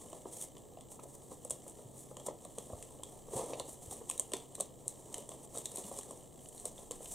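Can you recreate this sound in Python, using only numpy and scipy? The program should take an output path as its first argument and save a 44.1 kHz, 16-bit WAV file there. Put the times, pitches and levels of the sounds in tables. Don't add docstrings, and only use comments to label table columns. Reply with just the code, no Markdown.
import sys
import numpy as np
from scipy import signal
from scipy.fft import rfft, irfft
from scipy.io import wavfile
from scipy.ndimage import uniform_filter1d

SR = 44100
rng = np.random.default_rng(int(sys.argv[2]) if len(sys.argv) > 2 else 0)


def materialize(psi):
    bounded = np.clip(np.atleast_2d(psi).T, -1, 1)
    quanta = np.round(bounded * 32767).astype(np.int16)
    wavfile.write(sys.argv[1], SR, quanta)


N = 314874


def amp(db):
    return 10 ** (np.asarray(db) / 20)


def unit_level(x):
    return x / np.sqrt(np.mean(x ** 2) + 1e-20)


def curve_at(points, hz):
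    pitches, values = np.transpose(points)
    return np.interp(np.log(hz + 1), np.log(pitches + 1), values)


def add(mix, start_s, sound):
    part = mix[max(round(start_s * SR), 0):][:len(sound)]
    part += sound[:len(part)]


def noise(shape_db, count):
    return irfft(rfft(rng.standard_normal((count, N))) * amp(shape_db), N)


# pitch in Hz, level in dB.
PAPER_TONE = [(120, -37.5), (200, -6), (316, -6.5), (465, -2), (1000, -8.5), (1470, -22), (2470, -29),
              (3490, -22), (4950, -29.5), (5840, -18), (8580, -4), (11000, -12.5), (15100, -25),
              (16000, -32)]

def band_ring(low_hz, high_hz, peak_hz=1000, lift_db=0., spread=.1):
    hz = np.fft.rfftfreq(2048, 1 / SR) + 1
    edges_db = -10 * np.log10((1 + (low_hz / hz) ** 12) * (1 + (hz / high_hz) ** 12))
    peak_db = lift_db * np.exp(-(np.log(hz / peak_hz) / spread) ** 2)
    gains = amp(np.maximum(curve_at(PAPER_TONE, hz) + edges_db + peak_db, -100))
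    cepstrum = irfft(np.log(gains))
    cepstrum[1:1024] *= 2
    cepstrum[1025:] = 0
    return irfft(np.exp(rfft(cepstrum)))


# pitch in Hz, relative level in dB.
NOISE_TONE = [(20, -4), (127, 2), (177, 1), (513, -0.5), (1200, -16.5), (1760, -23), (2460, -37),
              (3340, -24), (5080, -32.5), (7950, -13), (10800, -30.5), (14700, -22.5), (16000, -33.5)]
# pitch in Hz, side level over mid level in dB.
NOISE_STEREO = [(30, -2.5), (200, -3.5), (1300, -7), (1900, -10.5), (2600, -63), (7800, -31), (9000, -4),
                (10500, 2.5), (15000, -2.5)]
# pitch in Hz, width in Hz, level in dB.
HUM_BANDS = [(132.97, 1.7, -67)]

def background_noise(level_db=-58):
    hz = np.fft.rfftfreq(N, 1 / SR)
    mid_db = curve_at(NOISE_TONE, hz)
    mid_side = noise(np.array([mid_db, mid_db + curve_at(NOISE_STEREO, hz)]), count=2)
    mid_side *= amp(level_db) / mid_side[0].std()
    for hum_hz, width_hz, db in HUM_BANDS:
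        hum_shape_db = -20 * np.log10(1 + (2 * (hz - hum_hz) / width_hz) ** 2)
        mid_side[0] += amp(db) * unit_level(noise(hum_shape_db, count=1)[0])
    return mid_side


# time in seconds, level in dB.
RUMBLE_LEVELS = [(0, -82), (2.3, -91), (2.8, -71), (3.3, -64), (3.9, -77), (4.6, -87), (5.3, -72),
                 (5.7, -82), (7.14, -63)]

def rumble(cutoff_hz=90):
    hz = np.fft.rfftfreq(N, 1 / SR)
    deep = noise(-20 * np.log10(1 + (hz / cutoff_hz) ** 3), count=2)
    level_db = np.interp(np.arange(N) / SR, *np.transpose(RUMBLE_LEVELS))
    return amp(level_db) * unit_level(deep) * amp([[0], [-5]])


# pitch in Hz, seconds to fade by 60 dB.
ECHO_TIMES = [(300, 0.31), (1000, 0.13), (3000, 0.34), (8000, 0.12), (14000, 0.016)]
# pitch in Hz, side level over mid level in dB.
ECHO_STEREO = [(200, -18.5), (1300, 0), (2200, -21.5), (7000, -45), (9000, -6.5), (11000, 9.5), (15000, 4)]

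def room_echo(sound):
    reflections = np.zeros((3, 2, SR // 2))
    delays = np.arange(80, SR // 2 - 20, 20) + rng.integers(0, 20, (3, 2, (SR // 2 - 81) // 20))
    np.put_along_axis(reflections, delays, rng.choice([-1., 1.], delays.shape), 2)
    hz, t, spectra = signal.stft(reflections, SR, nperseg=256)
    fade_s = np.maximum(curve_at(ECHO_TIMES, hz), .03)
    spectra *= amp(-60 * t / fade_s[:, None])
    spectra[:, 1] *= amp(curve_at(ECHO_STEREO, hz))[:, None]
    tails = signal.istft(spectra, SR, nperseg=256)[1]
    turns = np.sqrt(2 / 3) * np.cos(np.pi * (np.arange(N) / SR * 3 + np.arange(3)[:, None] / 3))
    return sum(signal.fftconvolve((sound * turn)[None], tail / np.linalg.norm(tail[0]), axes=1)[:, :N]
               for turn, tail in zip(turns, tails))


def camera_ticks(steps_per_s=59.94, level_db=-65.5, buzz_ms=3.5):
    step = np.arange(int(N / SR * steps_per_s))
    start_s = .0005 + step / steps_per_s
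    step_db = level_db - 3 * (1 - step % 2)
    step_db += 2.5 * rng.standard_normal(len(step))
    easing_off = ((start_s > .92) & (start_s < 1.36)) | ((start_s > 1.9) & (start_s < 2.15))
    kicks = np.zeros(N)
    kicks[np.round(start_s * SR).astype(int)] = amp(step_db - 10 * easing_off)
    swell = np.linspace(.5, 1, round(buzz_ms * SR / 1000))
    buzz = np.convolve(kicks, swell)[:N] * rng.standard_normal(N)
    body = band_ring(MIDDLE_HZ, HIGH_HZ, peak_hz=3046, lift_db=10.8, spread=0.061)
    treble = band_ring(HIGH_HZ, TOP_HZ, peak_hz=7460, lift_db=18.0, spread=0.061)
    ring = body / np.linalg.norm(body) + amp(3) * treble / np.linalg.norm(treble)
    return signal.oaconvolve(buzz, ring)[:N]


# start in seconds, level in dB, pitch in Hz.
TABLE_BUMPS = [(1.854, -47, 120), (2.469, -53, 167), (2.73, -42, 96), (3.164, -63, 142),
               (3.353, -39.5, 129), (3.875, -44.5, 99), (5.172, -56, 129), (5.842, -49.5, 185)]

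def table_bumps(rise_s=0.0059):
    out, t = np.zeros(N), np.arange(6000) / SR
    envelope = t / rise_s * np.exp(1 - t / rise_s)
    for start_s, db, hz in TABLE_BUMPS:
        add(out, start_s, amp(db) * envelope * np.sin(2 * np.pi * hz * t))
    return out


def swells(t, peak_s, db, rise_s, fade_s):
    since_s = t[:, None] - peak_s
    slope_s = np.maximum(np.where(since_s < 0, rise_s, fade_s), .003)
    return (amp(db - 20 * abs(since_s) / slope_s) ** 2).sum(axis=1)


def settling(t, events, after_db, growth, fade_s):
    start_s, event_db = np.transpose(events)[:2]
    strength_db = np.minimum(event_db, -23) + 30
    return swells(t, start_s, after_db + growth * strength_db, .01, fade_s)


# time of the peak in seconds, hiss level in dB,
# flutter level in dB, rise in seconds, fade in seconds.
FINGER_STROKES = [(0.0, -56, -58.5, .1, 0.8), (0.335, -51.5, -79, 0.037, 0.1),
                  (0.429, -46, -58.5, .2, 0.07), (0.921, -49, -58.5, 0.035, 0.06),
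                  (1.042, -50, -51, 0.026, -1.12), (1.147, -57, -75, 0.19, 0.1),
                  (1.233, -59.5, -85, 0.039, 1), (1.32, -57.5, -56, 0.075, -0.16),
                  (1.52, -60, -62.5, 0.057, 1.5), (1.7, -65.5, -64, 0.13, 0.46),
                  (1.989, -52, -76, 0.06, 0.17), (2.275, -49, -56, 0.052, -0.28),
                  (2.42, -58, -60, 0.058, .15), (2.62, -57, -72, 0.31, 0.5), (2.8, -59.5, -59.5, 0.34, 0.6),
                  (3.08, -59, -61.5, .1, 0.6), (3.348, -44, -47, 0.067, 0.33),
                  (3.399, -66, -41.5, 0.11, 0.3), (3.732, -49, -72, 0.15, 0.06),
                  (3.85, -50.5, -59, 0.13, 0.07), (3.925, -45.5, -53, 0.053, 0.09),
                  (4.107, -52, -56.5, 0.16, 0.56), (4.98, -58.5, -60, 0.51, 1), (5.166, -54, -53, 0.13, .3),
                  (5.312, -53, -56, 0.044, 0.1), (5.455, -50.5, -56, 0.061, 0),
                  (5.565, -47.5, -52, 0.079, 0.16), (5.795, -46.5, -50.5, 0.23, 0.21),
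                  (5.87, -49.5, -56.5, 0.059, 0.56), (6.112, -69, -56.5, 0.28, 0.2),
                  (6.411, -58.5, -77, 0.036, 2), (6.547, -51.5, -60.5, 0.013, 0.2),
                  (6.69, -51, -61, 0.13, 0), (6.82, -56, -58, 0.27, .1), (7.094, -46.5, -60, 0.17, 1.5)]

def handling_levels(held_hiss_db=-76.5, held_flutter_db=-66.5):
    t = np.arange(0, N, 64) / SR
    peak_s, hiss_db, flutter_db, rise_s, fade_s = np.transpose(FINGER_STROKES)
    hiss = amp(held_hiss_db) ** 2 + swells(t, peak_s, hiss_db, rise_s, fade_s)
    hiss += settling(t, CREASE_SNAPS, after_db=-55.5, growth=1, fade_s=0.085)
    flutter = amp(held_flutter_db) ** 2 + swells(t, peak_s, flutter_db, rise_s, fade_s)
    flutter += settling(t, PANEL_POPS, after_db=-48.5, growth=0.94, fade_s=0.11)
    return [np.interp(np.arange(N) / SR, t, 10 * np.log10(power)) for power in (hiss, flutter)]


MIDDLE_HZ, HIGH_HZ, TOP_HZ = 1470, 5000, 10500

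def rustle(clicks_per_s=1500):
    hiss_db, flutter_db = handling_levels()
    clumps = unit_level(uniform_filter1d(rng.standard_normal(N), 300))
    grip = unit_level(uniform_filter1d(rng.standard_normal(N), 1000))
    sizes = amp(5.0 * np.minimum(rng.exponential(1, N), 4) + 5.5 * clumps + 4.1 * grip)
    clicks = sizes * rng.choice([-1., 1.], N) * (rng.random(N) < clicks_per_s / SR)
    slide = amp(1.6 * clumps + 1.6 * grip) * rng.standard_normal(N)
    band_clicks = clicks * amp(2.4 * rng.standard_normal((4, N)))
    frictions = unit_level(slide) + amp(-8.5) * unit_level(band_clicks)
    fullness_db = flutter_db - hiss_db
    bands = [(hiss_db - 7.0 - 0.12 * fullness_db, band_ring(TOP_HZ, SR)),
             (hiss_db, band_ring(HIGH_HZ, TOP_HZ)),
             (hiss_db - 14.0 + 0.4 * fullness_db, band_ring(MIDDLE_HZ, HIGH_HZ)),
             (flutter_db, band_ring(170, MIDDLE_HZ, peak_hz=455, lift_db=5.0, spread=1.0))]
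    return sum(amp(db) * unit_level(signal.oaconvolve(friction, ring)[:N])
               for (db, ring), friction in zip(bands, frictions))


LEAD = 300

def click_runs(count):
    draws = rng.standard_normal((count, 2, 1800))
    runs = draws[:, 0] * amp(2.2 * draws[:, 1])
    runs[:, LEAD] = 5.1
    return runs


def ring_out(clicks, decay_ms, ring):
    t_ms = (np.arange(len(clicks)) - LEAD) / SR * 1000
    build = amp(-30.0 + 18.0 * t_ms) + amp(39.0 * t_ms)
    decay = np.exp(-abs(t_ms) / max(decay_ms, .05))
    sound = signal.fftconvolve(clicks * np.where(t_ms < 0, build, decay), ring)
    return sound / abs(sound).max()


# start in seconds, level in dB, pitch in Hz.
PANEL_POPS = [(0.13, -36, 532), (0.256, -32, 408), (0.567, -46, 517), (0.772, -39.5, 640),
              (0.992, -42.5, 1260), (1.055, -43, 617), (1.316, -39.5, 480), (1.45, -39, 570),
              (1.505, -37, 577), (1.664, -43.5, 550), (1.791, -45.5, 580), (2.113, -42.5, 570),
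              (2.168, -41, 534), (2.198, -43, 570), (2.269, -40.5, 533), (2.283, -28.5, 553),
              (2.453, -41, 583), (2.581, -35, 430), (2.7, -37.5, 667), (2.731, -38, 554),
              (2.995, -42.5, 620), (3.031, -42.5, 1090), (3.283, -42, 480), (3.333, -31, 396),
              (3.392, -33, 454), (3.532, -33, 560), (3.6, -29.5, 553), (3.912, -43, 515),
              (3.924, -39.5, 800), (4.012, -40, 490), (4.098, -38.5, 1100), (4.195, -39, 630),
              (4.319, -36.5, 616), (4.337, -30.5, 410), (4.581, -40.5, 440), (4.602, -31.5, 590),
              (5.119, -46, 496), (5.181, -39, 443), (5.29, -43, 427), (5.317, -40.5, 710),
              (5.552, -37, 560), (5.571, -36, 550), (5.781, -36, 426), (5.852, -57, 593),
              (5.914, -32.5, 640), (6.107, -39.5, 576), (6.645, -46, 497), (6.655, -38, 520),
              (6.908, -36, 477), (7.005, -40.5, 490), (7.031, -47, 506)]

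def panel_pops(push_ms=2.1):
    out = np.zeros(N)
    click_ring = band_ring(740, MIDDLE_HZ, peak_hz=960, lift_db=8.6, spread=0.45)
    for (start_s, db, hz), clicks in zip(PANEL_POPS, click_runs(len(PANEL_POPS))):
        fold_ring = band_ring(187, MIDDLE_HZ, hz, lift_db=11.8, spread=0.23)
        pop = ring_out(clicks, push_ms, fold_ring) + amp(-6.5) * ring_out(clicks, push_ms, click_ring)
        add(out, start_s - LEAD / SR, amp(db) * pop)
    return out


# start in seconds, level of the crack in dB, level of the shaken sheet
# in dB, pitch of the sheet in Hz.
CREASE_SNAPS = [(0.13, -42, -46, 2970), (0.3337, -40, -49, 3240), (0.413, -31, -44.5, 3430),
                (0.424, -31, -44, 3180), (0.5678, -50, -47.5, 3060), (0.581, -45.5, -56, 3200),
                (0.772, -65, -57, 2730), (0.809, -42, -48, 3130), (0.996, -55, -54, 2510),
                (1.036, -40.5, -63, 3400), (1.342, -47, -62, 2900), (1.449, -31.5, -54, 2950),
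                (1.498, -33, -64, 4800), (1.507, -19.5, -37.5, 3000), (1.5113, -26, -44.5, 3100),
                (1.68, -35.5, -59, 3370), (1.697, -40, -62, 3290), (2.169, -35.5, -40.5, 2960),
                (2.1986, -41, -47, 3100), (2.2695, -29.5, -47, 3370), (2.286, -40, -43, 1900),
                (2.4498, -36, -47, 3950), (2.5852, -25.5, -35, 3240), (2.826, -34, -40, 2850),
                (3.035, -31, -40, 3360), (3.366, -36, -58, 4210), (3.378, -29, -53, 3170),
                (3.461, -38, -69, 2750), (3.5339, -82, -36.5, 2530), (3.598, -27.5, -29, 4150),
                (3.911, -33, -46, 3540), (3.968, -38.5, -65, 2910), (4.0932, -32, -42.5, 3260),
                (4.0991, -19.5, -36, 2740), (4.112, -27.5, -35.5, 2780), (4.178, -30, -43, 3720),
                (4.1968, -12.5, -34, 3100), (4.3194, -33, -42, 2980), (4.3357, -21.5, -23.5, 3800),
                (4.368, -35, -42, 3400), (4.401, -44, -52, 3300), (4.5528, -28.5, -40, 3990),
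                (4.601, -25, -46, 3200), (4.6073, -17.5, -33.5, 4050), (4.8802, -17, -40.5, 4270),
                (5.1276, -40, -53, 4580), (5.143, -27.5, -30.5, 3040), (5.1813, -32, -44.5, 2900),
                (5.291, -34.5, -47, 3270), (5.3178, -46, -45.5, 3080), (5.559, -31, -45, 3700),
                (5.5747, -26.5, -39.5, 4060), (5.583, -30, -49, 3530), (5.657, -23, -31.5, 3770),
                (5.7177, -38, -51, 3950), (5.7588, -29.5, -48, 3920), (5.772, -31, -39.5, 4020),
                (5.784, -32, -58, 3570), (5.839, -45, -44.5, 3000), (5.852, -50, -57, 3000),
                (5.916, -46, -50, 2600), (5.974, -36, -52, 3330), (6.011, -37, -49, 2980),
                (6.0324, -37, -46, 1780), (6.1097, -34, -49, 3100), (6.488, -35, -61, 3740),
                (6.579, -39, -47, 4180), (6.5988, -33.5, -52, 4030), (6.655, -20.5, -39.5, 4300),
                (6.78, -54, -45.5, 3320), (6.91, -29.5, -39, 3030), (6.917, -32, -39.5, 4340),
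                (7.0579, -40, -40.5, 3190)]

def crease_snaps(base_crack_hz=7940):
    out, count = np.zeros(N), len(CREASE_SNAPS)
    pitches = base_crack_hz * np.exp(0.017 * rng.standard_normal(count))
    for snap, crack_hz, clicks in zip(CREASE_SNAPS, pitches, click_runs(count)):
        start_s, crack_db, sheet_db, sheet_hz = snap
        tear_ms = 1.91 * amp(-0.24 * (crack_db + 30))
        dulling = np.exp(-0.0055 * (sheet_db - crack_db + 16))
        crack_ring = band_ring(HIGH_HZ, 14400, crack_hz * dulling, lift_db=8.6, spread=0.2)
        sheet_ring = band_ring(MIDDLE_HZ, HIGH_HZ, sheet_hz, lift_db=10.0, spread=0.13)
        crack = amp(crack_db) * ring_out(clicks, tear_ms, crack_ring)
        sheet = amp(sheet_db) * ring_out(clicks, tear_ms, sheet_ring)
        add(out, start_s - LEAD / SR, crack + sheet)
    return out


def scene(echo_db=-11):
    handling = crease_snaps() + panel_pops() + rustle() + table_bumps()
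    mid, side = amp(echo_db) * room_echo(handling) + background_noise() + rumble()
    return np.array([handling + mid + side, handling + mid - side]) + camera_ticks()


def record(dry):
    notch_hz, width_hz, depth, cutoff_hz = 1480, 503, 0.98, 15850
    cancelled = signal.lfilter(*signal.iirpeak(notch_hz, notch_hz / width_hz, SR), dry)
    lowpass = signal.firwin(511, cutoff_hz, window=("kaiser", 9), fs=SR)
    return signal.oaconvolve(dry - depth * cancelled, lowpass[None], "same")


dry = scene()
out = record(dry)
materialize(out)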